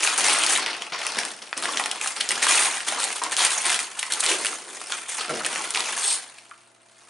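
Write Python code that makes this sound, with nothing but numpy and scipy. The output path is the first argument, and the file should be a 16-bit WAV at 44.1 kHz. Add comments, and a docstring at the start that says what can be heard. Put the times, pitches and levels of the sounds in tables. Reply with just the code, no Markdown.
"""Gift wrap is torn and folded back by hand on a stone counter, then a flat board-backed present is lifted out.
Random buckles drive noise bands for the crackling paper; snaps, crunches and hollow pops are short rings on top.
The present drags and shudders as friction shakes its board, slides out with a wavering swish, and is tapped.
Echoes of a small hard-walled kitchen, wavering refrigerator tones and soft air noise surround it."""
import sys
import numpy as np
from scipy import signal
from scipy.io import wavfile
from scipy.ndimage import uniform_filter1d

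SR = 44100
rng = np.random.default_rng(int(sys.argv[2]) if len(sys.argv) > 2 else 0)


def int16_out(signal):
    """Quantize to a 16-bit WAV file."""
    q = np.round(np.clip(np.atleast_2d(signal).T, -1, 1) * 32767)
    wavfile.write(sys.argv[1], SR, q.astype(np.int16))


N = 312669   # length in samples


def paper(crease_db=-11.0, creases_per_s=28):
    """Crumpling and tearing: the same buckles shake the sheet, ring its facets and break its fibres."""
    # How the bending sheet sounds. Each row: pitch in Hz, relative level in dB.
    flex_colour = [(150, -19.5), (240, -7.5), (370, 0.5), (600, 3.5)]
    # How the small flat facets sound. Each row: pitch in Hz, relative level in dB.
    facet_colour = [(800, -1.5), (1150, 1), (1700, 2), (2800, 3.5), (4000, 2), (5400, 2.5)]
    # How the breaking fibres sound. Each row: pitch in Hz, relative level in dB.
    fibre_colour = [(6500, 2), (7600, -2), (8900, 7), (10600, -3.5)]
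    buckles_per_s, pull_db = 240, -37.5   # the rate, and the fibre level at which it holds
    rate_follows, slack_db = 0.7, -6      # power by which the rate follows the effort; least effort
    jerk_db, jerk_s, rip_pull_db = 3.2, 0.003, -27   # jerks are full once the fibres reach rip_pull_db
    rest_db, strip_db = -56, -6   # creases thin out below rest_db; strip_db is against the crinkling
    crinkling, breaking, flexing = hands()

    # gentle handling gives separate ticks; in a hard pull they run together into a jerky rip
    effort = np.maximum(breaking / from_db(pull_db), from_db(slack_db))
    pace = effort ** rate_follows
    ripping = np.minimum(breaking / from_db(rip_pull_db), 1)
    jerks = steady(from_db(jerk_db * ripping * wobble(jerk_s)), seconds=0.012)

    starts = buckles(per_s=buckles_per_s * pace, spread_db=0.0)   # all of one size
    flex = rustle(starts, flex_colour, 146, 739, burst_s=0.013, rub=0.15, count=5)
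    facets = rustle(starts, facet_colour, 700, 6000, burst_s=0.0024, rub=0.3, count=9)
    fibres = rustle(starts, fibre_colour, 6000, 11500, burst_s=0.0015, rub=0.42, count=4)

    # in a rip the creases crowd together, each one slighter; at rest they die out
    crowding = pace * (1 + 2 * ripping ** 2)
    moving = np.minimum(crinkling / from_db(rest_db), 1) ** 2
    small_creases = creases(creases_per_s * crowding * moving)
    ticking = from_db(crease_db) * rms_one(small_creases / crowding ** 0.37)
    tearing = from_db(strip_db) * ripping * strip()

    crackle = (facets + ticking + tearing) * crinkling + fibres * breaking
    return flex * flexing + jerks * crackle


def hands():
    """Rips, folds and stirring add up in power: gains over time of crinkling, fibres and flexing."""
    # The paper rips. Each row: start in seconds, length in seconds, crinkling of the facets in dB,
    # breaking fibres in dB above the crinkling.
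    rips = [(0.018, 0.029, -33.5, 10.5), (0.172, 0.022, -25, 2), (0.233, 0.099, -22.5, -0.5),
            (0.337, 0.15, -27, -1), (0.478, 0.072, -26.5, 3), (2.008, 0.084, -33.5, 1.5),
            (2.414, 0.019, -22.5, -2), (2.468, 0.19, -23, 1.5), (2.659, 0.13, -31.5, -2),
            (2.862, 0.01, -32, 3), (2.985, 0.066, -33.5, 3.5), (3.103, 0.074, -35.5, 0.5),
            (3.302, 0.017, -30, -0.5), (3.365, 0.1, -24, -1), (3.49, 0.14, -31, 3),
            (3.635, 0.11, -26.5, 0.5), (3.779, 0.047, -34.5, 1.5), (4.216, 0.06, -27.5, -1),
            (4.279, 0.046, -24, -1)]
    # A flap is gripped and folded back. Each row: start in seconds, length in seconds, crinkling in dB,
    # breaking fibres in dB above the crinkling, flexing of the sheet in dB above the crinkling.
    folds = [(0.0, 0.098, -29, -14, -26), (0.18, 0.37, -32, -13, -7.5), (0.549, 0.18, -29.5, -16, -14),
             (0.803, 0.02, -32.5, -13, -12), (0.918, 0.014, -29.5, -17, -13.5), (0.988, 0.22, -32, -9, -13),
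             (1.165, 0.019, -30, -7.5, -7.5), (1.238, 0.065, -38.5, -2, -11),
             (1.417, 0.018, -40, -8.5, -12), (1.565, 0.027, -35, -4.5, -5.5), (1.619, .19, -32, -4, -9),
             (1.846, 0.12, -38, -15, -12.5), (2.149, 0.088, -35.5, -5, -13.5), (2.287, 0.3, -31.5, -6, -11),
             (2.871, 0.22, -32.5, -4.5, -10.5), (3.213, 0.043, -34.5, -6.5, -7.5),
             (3.31, 0.24, -37, -5, -13), (3.66, 0.12, -34.5, -31, -12), (3.97, 0.095, -39, -2.5, -22),
             (4.088, 0.14, -34.5, -0.5, -13), (4.333, .21, -35, 1, -9.5), (4.68, 0.25, -44, 1, -10.5),
             (4.894, 0.068, -37, 0, -13), (5.079, 0.094, -38.5, 4.5, -19), (5.181, 0.041, -31, -10, -15),
             (5.278, 0.12, -36.5, -6.5, -5), (5.447, 0.02, -32, -5, -7.5),
             (5.507, 0.15, -33.5, -2.5, -12.5), (5.733, 0.21, -31.5, -2.5, -13),
             (5.961, 0.17, -34.5, 3.5, -17)]
    # The loose wrap stirs, falls nearly still, then stirs faintly again.
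    # Each row: time in seconds, crinkling in dB.
    stir = [(0, -27.5), (0.78, -46), (0.9, -54), (1.52, -51), (1.7, -44.5), (2.2, -38.5), (3.8, -43),
            (4.65, -46.5), (5.5, -39), (6.15, -41), (6.35, -53), (6.78, -64), (7.08, -55.5)]
    rip_flex_db = -18   # a taut sheet hardly flexes: level against its crinkling
    stir_fibre_db, stir_flex_db = -2, -15   # against the crinkling

    stir_db = in_time(stir)[0]
    power = from_db(stir_db + np.array([[0], [stir_fibre_db], [stir_flex_db]])) ** 2
    for s, length, db, fibre_db in rips:
        pull = stroke(s, length, attack_s=0.015, sag_db_per_s=16, release_db_per_s=284)
        power += np.outer(from_db([db, db + fibre_db, db + rip_flex_db]) ** 2, pull)
    for s, length, db, fibre_db, flex_db in folds:
        push = stroke(s, length, attack_s=0.0046, sag_db_per_s=11, release_db_per_s=161.5)
        power += np.outer(from_db([db, db + fibre_db, db + flex_db]) ** 2, push)
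    return np.sqrt(power)


def stroke(start, length, attack_s, sag_db_per_s, release_db_per_s):
    """Power of one hand move: it takes hold quickly, eases while it lasts, then the paper comes to rest."""
    t = np.maximum(np.arange(N) / SR - start, 0)
    # the release adds to the sag once the move is over
    fall_db = sag_db_per_s * t + release_db_per_s * np.maximum(t - length, 0)
    gain = np.minimum(t / attack_s, 1) * from_db(-np.minimum(fall_db, 100))
    return gain ** 2


def buckles(per_s, spread_db):
    """Random moments at which the paper gives; spread_db sets how unequal they are, up to a limit."""
    happens = rng.random(N) < per_s / SR
    sizes = from_db(spread_db * np.minimum(rng.exponential(1, N), 4))
    return happens * sizes


def rustle(starts, colour, low_hz, high_hz, burst_s, rub, count, variety_db=4.5, click=0.41):
    """Each buckle clicks, starts a short avalanche and favours its own pitches; rubbing fills the gaps."""
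    out, edges = 0, np.geomspace(low_hz, high_hz, count + 1)
    fractures = [ticks(N, spread_db=4.0) for _ in range(2)]
    for k, (low, high) in enumerate(zip(edges, edges[1:])):
        # each band gets a new random strength every 32 samples
        strengths = from_db(variety_db * rng.standard_normal(N // 32 + 1))
        favour = np.repeat(strengths, 32)[:N]
        kicks = rms_one(starts * favour)
        burst_power = fade(kicks ** 2, burst_s) / (burst_s * SR)
        avalanche = fractures[k % 2] * np.sqrt(burst_power + rub ** 2)
        grains = band(avalanche + click * (-1) ** k * kicks, low, high)
        level_db = at_hz(colour, np.sqrt(low * high))
        out = out + from_db(level_db) * rms_one(grains)
    return steady(out, seconds=0.046)


def creases(per_s, spread_db=2.6, damping=0.21, run_s=0.00052, count=7):
    """Small creases give at random, each with a sharp tick and the ring of its own facet; rms 1 overall."""
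    kicks = buckles(per_s, spread_db)
    dealt = rng.integers(0, count, N)   # which facet each crease rings
    fractures, out = ticks(N, spread_db=0.5), 0
    for k, hz in enumerate(np.geomspace(1200, 5200, count)):
        run = fractures * fade(kicks * (dealt == k), run_s)
        ring = resonate(run, hz, damping * hz) * np.sqrt(3000 / hz)
        tick = 0.76 * band(run, 870, 12700)
        out = out + ring + tick
    return rms_one(out)


def strip():
    """The torn strip rings in a narrow band that wanders and flares as its length and tension change; rms 1."""
    middle_hz, wander_octaves, wander_s = 2950, 0.3, 0.012
    hz = middle_hz * 2 ** (wander_octaves * wobble(wander_s))
    grain = band(ticks(N), 20, 330) * from_db(5 * wobble(wander_s / 2))
    return rms_one(grain * np.sin(2 * np.pi * np.cumsum(hz) / SR))


def snaps(pull_stretch=0.54, crack_share=0.45, puff_db=-40):
    """A crease pops through: a flick, a crack, a facet's ring, a shiver of the sheet and a faint puff of air."""
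    # Loud creases giving way, and last the click of a light tap on the board.
    # Each row: time in seconds, body level in dB, pitch of the ring in Hz, crack level in dB.
    sharp_sounds = [(0.074, -9.5, 2330, -25), (0.178, -35, 3360, -11), (0.436, -13.5, 2760, -13),
                    (0.464, -13, 4800, -15), (0.561, -13.5, 2020, -18), (0.575, -18, 2190, -16),
                    (0.662, -14.5, 2810, -27), (0.821, -20, 3000, -30), (1.0665, -17.5, 2700, -16.5),
                    (1.1881, -13, 2080, -17), (1.234, -21, 2800, -35), (1.251, -25, 3600, -20.5),
                    (1.529, -15.5, 1510, -45), (1.577, -28, 1510, -18), (1.625, -21, 2200, -22),
                    (1.656, -15.5, 1850, -39), (1.7728, -12, 3100, -30), (1.797, -15, 1320, -20.5),
                    (1.839, -19, 3730, -34), (1.8592, -16.5, 1760, -18), (1.914, -15.5, 3240, -17),
                    (2.013, -17.5, 2620, -21), (2.061, -19, 1400, -26), (2.074, -24, 2700, -17),
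                    (2.29, -13.5, 5260, -22), (2.307, -13, 2070, -16), (2.3163, -18, 2400, -13.5),
                    (2.468, -9.5, 1330, -14), (2.805, -20.5, 2170, -35), (2.923, -20, 2920, -23),
                    (3.04, -17.5, 4000, -13.5), (3.2367, -23, 3880, -15.5), (3.3666, -15, 3330, -16),
                    (3.4495, -9.5, 2980, -6), (3.6955, -14, 3080, -26), (3.744, -15, 3400, -18),
                    (3.791, -17.5, 2240, -17.5), (4.029, -14.5, 1860, -20), (4.122, -15, 3660, -15),
                    (4.136, -20, 3200, -14.5), (4.263, -13.5, 3860, -15), (4.448, -15.5, 1920, -17),
                    (4.4575, -17, 2670, -15), (4.4668, -15, 2940, -16), (4.815, -26.5, 1180, -34),
                    (4.922, -16, 3200, -38), (5.448, -17, 3100, -52), (5.463, -18.5, 1820, -13.5),
                    (5.559, -16.5, 2250, -39), (5.706, -29, 3500, -17.5), (5.749, -15.5, 2640, -37),
                    (5.758, -15, 2180, -26), (5.7735, -14.5, 2820, -35), (5.8053, -14.5, 3580, -31),
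                    (6.512, -38, 2290, -52)]
    out, t = np.zeros(N), np.arange(SR // 20) / SR
    run_s, shiver_db, shiver_s = 0.0011, -27, 0.013
    shiver = from_db(shiver_db) * np.exp(-t / shiver_s)
    flick = 4.0 * (t == 0)
    puff = band(np.exp(-t / 0.0013), 30, 350)
    for s, body_db, hz, crack_db in sharp_sounds:
        # a dull snap is little more than a flick; the more fibres crack, the longer it runs on
        length = run_s * from_db(pull_stretch * max(crack_db + 29.5, -4))
        body_run = flick + ticks(len(t)) * (np.exp(-t / length) + shiver)
        crack_run = flick + ticks(len(t)) * (np.exp(-t / (crack_share * length)) + shiver / 2)
        add(out, s, body_db, facet_ring(body_run, hz))
        add(out, s, crack_db, fibre_crack(crack_run))
        add(out, s, body_db + puff_db, puff)
    return out


def crunches():
    """A crease collapses along its length: a run of fractures that swells and dies."""
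    # Creases that crumple in a quick run. Each row: time of its height in seconds, body level in dB,
    # pitch of the paper facet in Hz, crack level in dB.
    crumples = [(2.2105, -10.5, 3070, -17), (2.432, -21, 1900, -16), (2.886, -16.5, 3150, -14.5),
                (3.994, -19, 3250, -16), (4.2065, -21, 3800, -10), (6.386, -33.5, 2420, -38.5)]
    crunch_s = 0.0025   # sets how quickly a run swells, and again dies
    out, t = np.zeros(N), np.arange(-SR // 20, SR // 20) / SR
    swell = 1 / np.cosh(2 * t / crunch_s) ** 0.5
    for s, body_db, hz, crack_db in crumples:
        add(out, s + t[0], body_db, facet_ring(ticks(len(t)) * swell, hz))
        add(out, s + t[0], crack_db, fibre_crack(ticks(len(t)) * swell))
    return out


def facet_ring(run, hz):
    """The facet beside a crease rings for a few cycles, and the sheet around it joins in near that pitch."""
    damping, sheet_share = 0.32, 0.22
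    ring = resonate(run, hz, damping * hz)
    return band(ring + sheet_share * run, 0.41 * hz, 2.44 * hz)


def fibre_crack(run):
    """Breaking fibres give a broad crack with a bright top."""
    crack = band(run, 3800, 11000)
    return crack + 3.0 * resonate(crack, 9000, 1900)


def pops(flutter_s=0.016, damping=0.17, onset_s=0.00056):
    """A wide panel flips and flutters to rest, ringing low over the hollow beneath; a weak one is shorter."""
    # Broad panels flip over, and last a light tap on the board.
    # Each row: time in seconds, level in dB, pitch in Hz.
    hollow_sounds = [(0.942, -21, 1050), (1.68, -16.5, 1080), (1.798, -16.5, 930), (2.920, -19, 730),
                     (2.978, -17.5, 940), (3.216, -14, 980), (3.261, -18, 1070), (4.92, -18, 1360),
                     (5.293, -19, 1310), (5.404, -19, 1320), (5.770, -19, 920), (6.511, -29.5, 1250)]
    out, t = np.zeros(N), np.arange(SR // 10) / SR
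    strongest_db = max(db for _, db, _ in hollow_sounds)
    for s, db, hz in hollow_sounds:
        length = flutter_s * from_db((db - strongest_db) / 2)
        flutter = ticks(len(t)) * np.exp(-t / length) * (1 - np.exp(-t / onset_s))
        add(out, s, db, resonate(band(flutter, 680, 3100), hz, damping * hz))
    return out


def present():
    """Friction drives the backing board: a rough drag, then a brief stick-slip shudder."""
    # The present drags on the counter, then creeps a little further. Each row: time in seconds, level in dB.
    drag_path = [(4.15, -95), (4.22, -55), (4.29, -36), (4.34, -33), (4.42, -60), (4.6, -59), (4.72, -49.5),
                 (4.82, -57), (4.9, -88)]
    # It shudders as it is tipped up. Each row: time in seconds, slips per second, level in dB.
    shudder_path = [(5.285, 168, -75), (5.298, 144, -31), (5.32, 164, -29), (5.355, 110, -33.5),
                    (5.40, 100, -48), (5.46, 150, -88)]
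    # Resonances of the backing board. Each row: pitch in Hz, width in Hz, relative level in dB.
    board = [(152, 10.5, -2), (220, 29, 3.5), (385, 71, 5), (511, 38, 7), (640, 57, 6.5)]
    drag_db = in_time(drag_path)[0]
    slips_per_s, shudder_db = in_time(shudder_path)

    unevenness = rms_one(fade(rng.standard_normal(N), 0.004))
    cycles = np.cumsum(slips_per_s * (1 + 0.17 * unevenness)) / SR
    jolts = np.diff(np.floor(cycles), prepend=0)   # one jolt per finished cycle
    slips = rms_one(jolts) + 0.22 * rng.standard_normal(N)
    drag = band(rng.standard_normal(N), 324, 540)

    out = 0
    for force, db in ((slips, shudder_db), (drag, drag_db)):
        ring = 0
        for k, (hz, width_hz, gain_db) in enumerate(board):
            ring = ring + (-1) ** k * from_db(gain_db) * resonate(force, hz, width_hz)
        out = out + from_db(db) * steady(ring, seconds=0.054)
    return out


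def slide(hiss_db=-4, spray_db=-3):
    """An edge catching on the paper's grain gives a narrow, broken swish and a broad friction hiss."""
    # The edge slides out along the paper. Each row: time in seconds, pitch of the swish in Hz, level in dB.
    slide_path = [(5.9, 8300, -86), (5.995, 8430, -35), (6.025, 8400, -28.5), (6.10, 8420, -29),
                  (6.145, 9000, -26.5), (6.18, 8900, -43), (6.26, 8850, -81)]
    hz, db = in_time(slide_path)
    catch_db, catch_s, waver_hz, grain_hz = 3.0, 0.004, 110, 300

    grain = steady(band(rng.standard_normal(N), 32, grain_hz), seconds=0.038)
    grain = grain * from_db(catch_db * wobble(catch_s))
    wavering_hz = hz + waver_hz * wobble(catch_s)
    swish = rms_one(grain * np.sin(2 * np.pi * np.cumsum(wavering_hz) / SR))
    hiss = rms_one(band(ticks(N), 3100, 5400))
    spray = rms_one(band(ticks(N), 6800, 10600))   # the higher part of the hiss
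    catches = rms_one(from_db(catch_db * wobble(catch_s)))
    return from_db(db) * catches * (swish + from_db(hiss_db) * hiss + from_db(spray_db) * spray)


def kitchen(x, wet_db=-4.5, turns_per_s=7):
    """Room echoes: the folds keep facing other ways, so their sound passes between two echo patterns."""
    facing = 2 * np.pi * turns_per_s * np.arange(N) / SR
    echoes = 0
    for share in (np.cos(facing), np.sin(facing)):
        echoes = echoes + signal.oaconvolve((x * share)[None], room_response(), axes=1)[:, :N]
    return from_db(wet_db) * echoes


def room_response(width=0.53, wide_hz=600):
    """Dense noise echoes that die at their own pace in each octave; the ears differ mostly in the treble."""
    # How long echoes last. Each row: pitch in Hz, time to fall by 60 dB in seconds.
    decay_times = [(150, 1), (2500, 0.33), (9000, 0.2)]
    t = np.arange(SR // 2) / SR
    octaves = 60 * 2.0 ** np.arange(8)
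    onset = np.clip(t / 0.002 - 0.5, 0, 1) * (1 + np.exp(-t / 0.012))
    opposite = np.array([[1], [-1]])   # plus on the left, minus on the right
    response = 0
    for hz in octaves:
        centre = hz * np.sqrt(2)
        decay = onset * from_db(-60 * t / at_hz(decay_times, centre))
        noise = rng.standard_normal((2, len(t))) * decay / np.sqrt(np.sum(decay ** 2))
        mid, side = band(noise, hz, 2 * hz)
        spread = width * centre / np.hypot(centre, wide_hz)
        response = response + mid + spread * side * opposite
    return response


def background(air_db=-66, width=0.95):
    """Slightly wavering refrigerator tones over soft air noise that is nearly unrelated between the ears."""
    # Refrigerator tones. Each row: pitch in Hz, width of the blurred tone in Hz, level in dB.
    hum_tones = [(118.4, .6, -76), (228, 12, -76), (350, 20, -71), (675, 14, -67.5)]
    # Colour of the still room air. 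Each row: pitch in Hz, relative level in dB.
    air_colour = [(40, -29), (100, -8), (350, 6), (900, 16), (9000, -8)]
    t = np.arange(N) / SR
    hum = 0
    for hz, width_hz, db in hum_tones:
        # a randomly drifting phase blurs the tone
        drift = np.cumsum(rng.standard_normal(N)) * np.sqrt(2 * np.pi * abs(width_hz) / SR)
        hum = hum + from_db(db) * np.sqrt(2) * np.sin(2 * np.pi * hz * t + drift)

    white = rng.standard_normal((2, N))
    air = 0
    for k, hz in enumerate(30 * 2.0 ** np.arange(9)):
        level_db = at_hz(air_colour, hz * np.sqrt(2))
        air = air + from_db(level_db) * rms_one(band(white[k % 2], hz, 2 * hz))
    air = rms_one(air)
    # the same noise backwards, with opposite signs left and right, makes it wide
    sides = width * air[::-1] * np.array([[1], [-1]])
    return hum + from_db(air_db) * (air + sides)


def add(out, s, db, sound):
    """Mix in a short sound; db is the level that its energy would have within one millisecond."""
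    at = int(s * SR)
    scaled = from_db(db) * sound * np.sqrt(SR / 1000 / np.sum(sound ** 2))
    out[at:at + len(sound)] += scaled[:N - at]


def ticks(size, spread_db=2.5):
    """Tiny fractures of either sign: most are slight, a few are strong."""
    strength_db = abs(spread_db) * np.clip(rng.standard_normal(size), -2, 2)
    return rng.standard_normal(size) * from_db(strength_db)


def wobble(seconds):
    """Smooth random unevenness with rms 1 and no extreme peaks."""
    smooth = fade(fade(rng.standard_normal(N), seconds), seconds / 2)
    return rms_one(np.tanh(rms_one(smooth)))


def fade(x, seconds):
    """Every impulse dies away exponentially."""
    return signal.lfilter([1], [1, -np.exp(-1 / (seconds * SR))], x + 1e-18)


def steady(x, seconds):
    """The same grain, with its level evened out to about 1 over the given time."""
    size = max(int(seconds * SR), 2)
    power = uniform_filter1d(uniform_filter1d(x * x, size), size)
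    return x / np.sqrt(np.abs(power) + 1e-12)


def resonate(x, hz, width_hz):
    """A two-pole resonance, like one ringing mode, with gain 1 on top."""
    r = np.exp(-np.pi * width_hz / SR)
    top = np.array([1, 0, -1]) * (1 - r * r) / 2
    bottom = [1, -2 * r * np.cos(2 * np.pi * hz / SR), r * r]
    return signal.lfilter(top, bottom, x + 1e-18)


def band(x, low_hz, high_hz):
    """Keep only the pitches between two limits (causal band-pass)."""
    limits = [low_hz, min(high_hz, SR / 2 - 1000)]
    return signal.sosfilt(signal.butter(2, limits, "band", fs=SR, output="sos"), x + 1e-18)


def from_db(db):
    """Decibels to gain."""
    return 10 ** (np.asarray(db) / 20)


def rms_one(x):
    """Scale to rms 1."""
    return x / np.sqrt(np.mean(x ** 2) + 1e-20)


def in_time(rows):
    """One curve over time for each column after the first, joined by straight lines."""
    s, *columns = np.transpose(rows)
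    return [np.interp(np.arange(N) / SR, s, c) for c in columns]


def at_hz(points, hz):
    """Read a table of values by pitch on a log-frequency axis."""
    f, value = np.transpose(points)
    return np.interp(np.log(hz), np.log(f), value)


def scene():
    """Paper, present and their echoes sit just left of straight ahead; hum and air lie beneath."""
    # Where the hands work. Each row: time in seconds, left over right in dB.
    place = [(0, 1.3), (3.5, 0.25), (6.2, 0.5)]
    pan_db = in_time(place)[0]
    rubbing = paper() + present() + slide()
    snapping = snaps() + crunches() + pops()
    # snaps radiate straight ahead and stir the room less than the rustle does
    heard = rubbing + snapping + kitchen(rubbing + 0.7 * snapping)
    return heard * from_db([pan_db / 2, -pan_db / 2]) + background()


def record(dry):
    """The tallest peaks are rounded and the top octave is cut."""
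    ceiling, cutoff_hz = 0.62, 11080
    rounded = dry / (1 + (dry / ceiling) ** 4) ** 0.25
    steep = signal.ellip(12, 0.1, 80, cutoff_hz, fs=SR, output="sos")
    return signal.sosfilt(steep, rounded)


dry = scene()
out = record(dry)
int16_out(out)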